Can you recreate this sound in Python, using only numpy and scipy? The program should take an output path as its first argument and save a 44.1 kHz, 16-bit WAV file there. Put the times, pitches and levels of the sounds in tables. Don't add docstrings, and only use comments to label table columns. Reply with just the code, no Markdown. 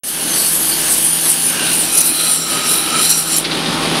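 import sys
import numpy as np
from scipy import signal
from scipy.fft import rfft, irfft, next_fast_len
from scipy.io import wavfile
from scipy.ndimage import uniform_filter1d, map_coordinates

SR = 44100
rng = np.random.default_rng(int(sys.argv[2]) if len(sys.argv) > 2 else 0)


def persist_wave(psi):
    counts = np.round(np.clip(psi, -1, 1) * 32767).astype(np.int16)
    wavfile.write(sys.argv[1], SR, np.atleast_2d(counts).T)


N = 176400
TIME_S = np.arange(N) / SR
WHEEL_HZ = 47.9


def amp(db):
    return 10 ** (np.asarray(db) / 20)


def envelope(points):
    return amp(np.interp(TIME_S, *np.transpose(points)))


def unit_rms(x):
    return x / np.sqrt(np.mean(x ** 2) + 1e-20)


def wobble(rate_hz):
    knots = rng.standard_normal(int(N * rate_hz / SR) + 4)
    return map_coordinates(knots, [TIME_S * rate_hz])


def filtered(x, response):
    size = next_fast_len(N + 8192)
    return irfft(rfft(x, size) * response(np.fft.rfftfreq(size, 1 / SR)), size)[:N]


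def coloured(x, spectrum):
    points_hz, gain_db = np.transpose(spectrum)
    return unit_rms(filtered(x, lambda hz: amp(np.interp(np.log(hz + 1), np.log(points_hz), gain_db))))


def resonance(x, pitch_hz, width_hz):
    stage_hz = 1.55 * width_hz

    def response(hz):
        damping = 1j * hz * stage_hz
        return (damping / (pitch_hz ** 2 - hz ** 2 + damping)) ** 2
    return unit_rms(filtered(x, response))


def patchy(x, depth_db):
    spectrogram = signal.stft(x, nperseg=1024)[2]
    field = uniform_filter1d(rng.standard_normal(spectrogram.shape), size=8, axis=0)
    field = unit_rms(uniform_filter1d(field, size=7, axis=1))
    return signal.istft(spectrogram * amp(depth_db * field), nperseg=1024)[1][:N]


def grit(strikes_per_s=3600, log_spread=0.3, power_share=0.45):
    struck = rng.random(N) < strikes_per_s / SR
    sizes = np.exp(log_spread * rng.standard_normal(N))
    strikes = unit_rms(struck * sizes * rng.choice([-1, 1], N))
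    return np.sqrt(power_share) * strikes + np.sqrt(1 - power_share) * rng.standard_normal(N)


def chatter(fast_db, slow_db, once_a_turn_db=0.6):
    tremble_db = fast_db * wobble(650) + slow_db * wobble(55)
    nudge_db = once_a_turn_db * np.sin(2 * np.pi * WHEEL_HZ * TIME_S)
    return unit_rms(amp(tremble_db + nudge_db))


def room(x, t60_s=0.14, reflections_db=-7, cutoff_hz=15000):
    t = np.arange(SR // 3) / SR
    tail = rng.standard_normal(len(t)) * amp(-60 * t / t60_s) * (t > .004)
    reflections = signal.fftconvolve(x, tail / np.linalg.norm(tail))[:N]
    return x + amp(reflections_db) * filtered(reflections, lambda hz: 1 / (1 + (hz / cutoff_hz) ** 2))


# pitch_hz, relative_db, waver_db
HUM_TONES = [(162.9, -3.5, 2), (250, -7.5, 2.5), (325.3, -7.5, 4), (791, -8.5, 2.5), (895, -14, -4)]
# time_s, level_db
HUM_LEVEL = [(.04, -43.5), (.3, -30.5), (.8, -31.5), (1.5, -31), (2.3, -32.5), (3.05, -31), (3.45, -29.5),
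             (3.78, -21), (4, -21)]
DRONE_LEVEL = [(0.04, -69), (0.07, -51), (0.89, -40.5), (1.45, -56), (1.75, -44), (2.31, -56), (3.93, -38),
               (4.0, -53)]


def motor():
    hum = np.zeros(N)
    for pitch_hz, relative_db, waver_db in HUM_TONES:
        gain = amp(relative_db + waver_db * wobble(9))
        phase_drift = 0.14 * waver_db * wobble(14)
        hum += gain * np.sin(2 * np.pi * pitch_hz * TIME_S + phase_drift)
    drone = np.sin(2 * np.pi * WHEEL_HZ * TIME_S)
    return envelope(HUM_LEVEL) * hum + envelope(DRONE_LEVEL) * drone


# frequency_hz, gain_db
RUSH_SPECTRUM = [(25, -46), (55, -24), (75, -22), (95, -19.5), (140, -11), (200, -6.5), (310, -3.5),
                 (450, -9.5), (750, -12.5), (1300, -13), (2000, -16), (3600, -12.5), (4700, -16.5),
                 (6000, -23.5), (7300, -29), (9700, -20), (11000, -26.5), (13000, -37), (15500, -47)]
# time_s, relative_db
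RUSH_LEVEL = [(.04, -38), (.2, -31.5), (.36, -26), (.45, -32.5), (.8, -29), (1.1, -30), (1.41, -30.5),
              (1.6, -27), (2.05, -30.5), (2.4, -32), (2.53, -27), (3.0, -26.5), (3.15, -32), (3.4, -28),
              (3.55, -22), (3.75, -21), (4, -19)]


def wheel_rush(gain_db=3, flutter_db=0.62):
    rush = coloured(patchy(grit(), depth_db=1), RUSH_SPECTRUM)
    return envelope(RUSH_LEVEL) * amp(gain_db + flutter_db * wobble(25.15)) * rush


# start_s, peak_db
SPLASHES = [(1.251, -25), (2.19, -22), (3.443, -16), (3.51, -18.5), (3.585, -28), (3.655, -20)]
# frequency_hz, gain_db
SPLASH_SPECTRUM = [(500, -28), (2200, -8), (3000, -5), (3900, 1.5), (4900, -9), (6200, -20), (9000, -38),
                   (15800, -60)]


def splashes(rise_s=0.0075):
    bursts = np.zeros(N)
    for start_s, peak_db in SPLASHES:
        age = np.maximum(TIME_S - start_s, 0) / rise_s
        bursts += amp(peak_db) * age * np.exp(1 - age)
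    return bursts * coloured(grit(), SPLASH_SPECTRUM)


# start_s, length_s, level_db
BITES = [(.905, 0.043, -24), (1.728, 0.01, -15), (1.746, 0.009, -16), (1.929, 0.0084, -23),
         (1.948, 0.0099, -11), (1.970, .013, -9.5), (2.004, 0.014, -9.5), (2.042, .005, -15),
         (2.053, 0.027, -23), (2.705, 0.043, -23), (3.093, 0.021, -12), (3.363, 0.025, -15)]
# frequency_hz, gain_db
BITE_SPECTRUM = [(3000, -21), (7000, -6.5), (8800, -14), (10000, 5), (11200, -4), (12500, -5), (13300, -12),
                 (15800, -20.5)]


def edge_bites(attack_s=0.0029, release_s=0.0025):
    force = np.zeros(N)
    for start_s, length_s, level_db in BITES:
        attack = np.clip((TIME_S - start_s) / attack_s, 0, 1)
        release = np.exp(-np.maximum(TIME_S - start_s - length_s, 0) / release_s)
        force += amp(level_db) * attack * release
    return force * coloured(grit() * chatter(fast_db=2.7, slow_db=0.5), BITE_SPECTRUM)


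# centre_s, length_s, pitch_hz, width_hz, peak_db
FLARES = [(.33, .07, 6250, 170, -27.5), (0.398, 0.1, 4470, 250, -23.5), (0.552, .08, 11100, 900, -18.5),
          (0.73, 0.056, 4430, 280, -26), (.92, 0.038, 8400, 700, -16.5), (1.115, 0.077, 9620, 250, -16.5),
          (1.312, 0.052, 8360, 702, -18), (1.31, 0.06, 9450, 298, -16), (1.451, 0.086, 9700, 250, -20.5),
          (1.643, 0.19, 1550, 130, -29), (1.668, 0.17, 2810, 280, -24), (1.682, 0.081, 3880, 650, -23),
          (1.805, 0.033, 9200, 250, -17), (1.983, 0.22, 2530, 200, -32.5), (2, 0.077, 5890, 250, -25),
          (2.218, 0.14, 3340, 300, -34), (2.973, .07, 2394, 200, -28), (3.038, 0.045, 3900, 200, -26),
          (3.323, 0.047, 9300, 250, -22)]


def mode_flares():
    drive, out = grit(), np.zeros(N)
    for centre_s, length_s, pitch_hz, width_hz, peak_db in FLARES:
        swell = np.exp(-2 * ((TIME_S - centre_s) / length_s) ** 2)
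        out += amp(peak_db) * swell * resonance(drive, pitch_hz, width_hz)
    return out


# pitch_hz, width_hz, relative_db
FIRST_MODES = [(1665, 185, -7), (3030, 530, -1), (4330, 580, -2.5), (6290, 400, -2)]
TURNED_LOW_MODES = [(1284, 31, -0.94), (1344.2, 47, -0.11)]
TURNED_MID_MODES = [(2510, 150, -3.5), (2960, 260, -7.5), (4043, 220, 4)]
TURNED_HIGH_MODES = [(4165, 360, -10.5), (5635, 230, -4), (7500, 430, -3)]
# time_s, level_db
FIRST_RING = [(.04, -35), (.2, -28.5), (.36, -28.5), (.6, -30), (.78, -26), (1.1, -28), (1.5, -28.5),
              (1.75, -44), (2, -64.5)]
LOW_RING = [(1.75, -64), (1.93, -31.5), (2.1, -41.5), (2.27, -30), (2.4, -37.5), (2.55, -31), (2.72, -24.5),
            (2.85, -30.5), (2.97, -22), (3.08, -37.5), (3.3, -34), (3.4, -42.5)]
MID_RING = [(1.6, -70), (1.85, -38), (1.98, -33), (2.12, -28), (2.26, -24), (2.42, -34), (2.6, -27.5),
            (2.7, -26), (2.86, -27), (2.99, -25.5), (3.13, -28), (3.25, -38), (3.36, -29.5)]
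HIGH_RING = [(1.6, -75), (1.85, -29), (2, -31), (2.15, -30.5), (2.35, -24.5), (2.48, -28), (2.6, -35),
             (2.73, -23.5), (2.85, -32.5), (3, -25), (3.13, -17.5), (3.26, -28.5), (3.35, -17.5),
             (3.41, -32)]
# time_s, pitch_ratio
MODE_GLIDE = [(0, 1.02), (0.401, 0.95), (.56, 1.03), (.75, 1.004), (1.0, 1.02), (1.7, 1.0), (2.0, 1),
              (2.3, 1.005), (2.6, .99), (2.931, 0.97), (3.1, 1.015), (3.35, 0.99)]


def shell_ring(waver_db=1.5):
    drive, out = grit() * chatter(fast_db=1.2, slow_db=0.7), np.zeros(N)
    read_position = np.cumsum(np.interp(TIME_S, *np.transpose(MODE_GLIDE)))
    for modes, ring_level in [(FIRST_MODES, FIRST_RING), (TURNED_LOW_MODES, LOW_RING),
                              (TURNED_MID_MODES, MID_RING), (TURNED_HIGH_MODES, HIGH_RING)]:
        ringing = sum(amp(relative_db + waver_db * wobble(12)) * resonance(drive, pitch_hz, width_hz)
                      for pitch_hz, width_hz, relative_db in modes)
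        gliding = map_coordinates(ringing, [read_position], mode="mirror")
        out += envelope(ring_level) * unit_rms(gliding)
    return out


# time_s, relative_db
HISS_LEVEL = [(.04, -27), (.08, -19.5), (.21, -23), (.38, -14), (.55, -15.5), (.68, -16.5), (.86, -16),
              (.96, -14), (1.12, -17.5), (1.22, -17), (1.29, -13), (1.39, -18), (1.47, -17.5),
              (1.62, -19.5), (1.76, -15), (1.9, -19), (1.99, -13), (2.03, -18), (2.07, -10.5),
              (2.13, -20.5), (2.2, -16.5), (2.33, -13.5), (2.39, -20), (2.47, -22), (2.54, -17),
              (2.63, -24), (2.72, -11), (2.8, -18), (2.94, -22.5), (3.03, -13), (3.12, -15.5),
              (3.19, -14.5), (3.25, -23), (3.32, -16), (3.4, -18)]
RASP_LEVEL = [(.04, -41), (.15, -32.5), (.33, -28), (.45, -26), (.62, -28.5), (.75, -27.5), (.92, -24.5),
              (1.05, -32), (1.2, -29), (1.3, -26.5), (1.4, -33), (1.55, -25), (1.7, -24.5), (1.86, -24.5),
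              (2.04, -29.5), (2.12, -30), (2.21, -25.5), (2.32, -25), (2.41, -35), (2.56, -23.5),
              (2.68, -25), (2.82, -28.5), (2.97, -21), (3.1, -25.5), (3.24, -30.5), (3.33, -23),
              (3.41, -37)]
# frequency_hz, gain_db
FIRST_HISS = [(500, -70), (2000, -52), (5000, -13.5), (6900, -19), (8000, -10), (8800, -4.5), (9600, -2),
              (10400, -3), (11200, -7), (12200, -7), (12900, -18.5), (14500, -14.5), (15800, -30)]
TURNED_HISS = [(500, -70), (4000, -17), (6000, -19), (6800, -37), (7700, -15.5), (8700, -9), (9400, 1.5),
               (10200, -4.5), (11200, -9), (12300, -12), (13300, -22), (14700, -22), (15800, -28)]
FIRST_RASP = [(60, -60), (250, -9), (600, -1), (1200, -3.5), (2000, -3.5), (2800, 0), (4200, 0),
              (5200, -2.5), (7000, -0.5), (12000, -23)]
TURNED_RASP = [(60, -60), (250, -14), (600, -0.5), (1050, -9), (1500, 2), (2050, -3.5), (2500, 0),
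               (3100, 7.5), (3500, -10.5), (4400, 2.5), (4900, -1.5), (5900, 2), (6700, -7), (12000, -30)]


def grinding(hiss_db=-0.34, rasp_db=-1, turn_span_s=(1.06, 2.76)):
    turned = np.sin(np.interp(TIME_S, turn_span_s, [0, np.pi / 2])) ** 2

    def crossfade(x, first_spectrum, turned_spectrum):
        return (1 - turned) * coloured(x, first_spectrum) + turned * coloured(x, turned_spectrum)
    hiss_drive = patchy(grit(), depth_db=3.1) * chatter(fast_db=0.15, slow_db=0.73)
    rasp_drive = patchy(grit(), depth_db=0.2) * chatter(fast_db=1.55, slow_db=0.44)
    hiss = envelope(HISS_LEVEL) * crossfade(hiss_drive, FIRST_HISS, TURNED_HISS)
    rasp = envelope(RASP_LEVEL) * crossfade(rasp_drive, FIRST_RASP, TURNED_RASP)
    return amp(hiss_db) * hiss + amp(rasp_db) * rasp


def scene(lift_s=3.4, fade_db_per_s=332):
    contact = amp(-fade_db_per_s * np.maximum(TIME_S - lift_s, 0))
    shell = contact * (grinding() + shell_ring() + mode_flares())
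    return (room(shell + splashes()) + edge_bites() + motor() + wheel_rush())[None]


def record(dry):
    start_s, cutoff_hz = 0.035, 15750
    clipped = np.clip(dry[0] * (TIME_S > start_s), -1, 1)
    return filtered(clipped, lambda hz: hz < cutoff_hz)[None]


dry = scene()
out = record(dry)
persist_wave(out)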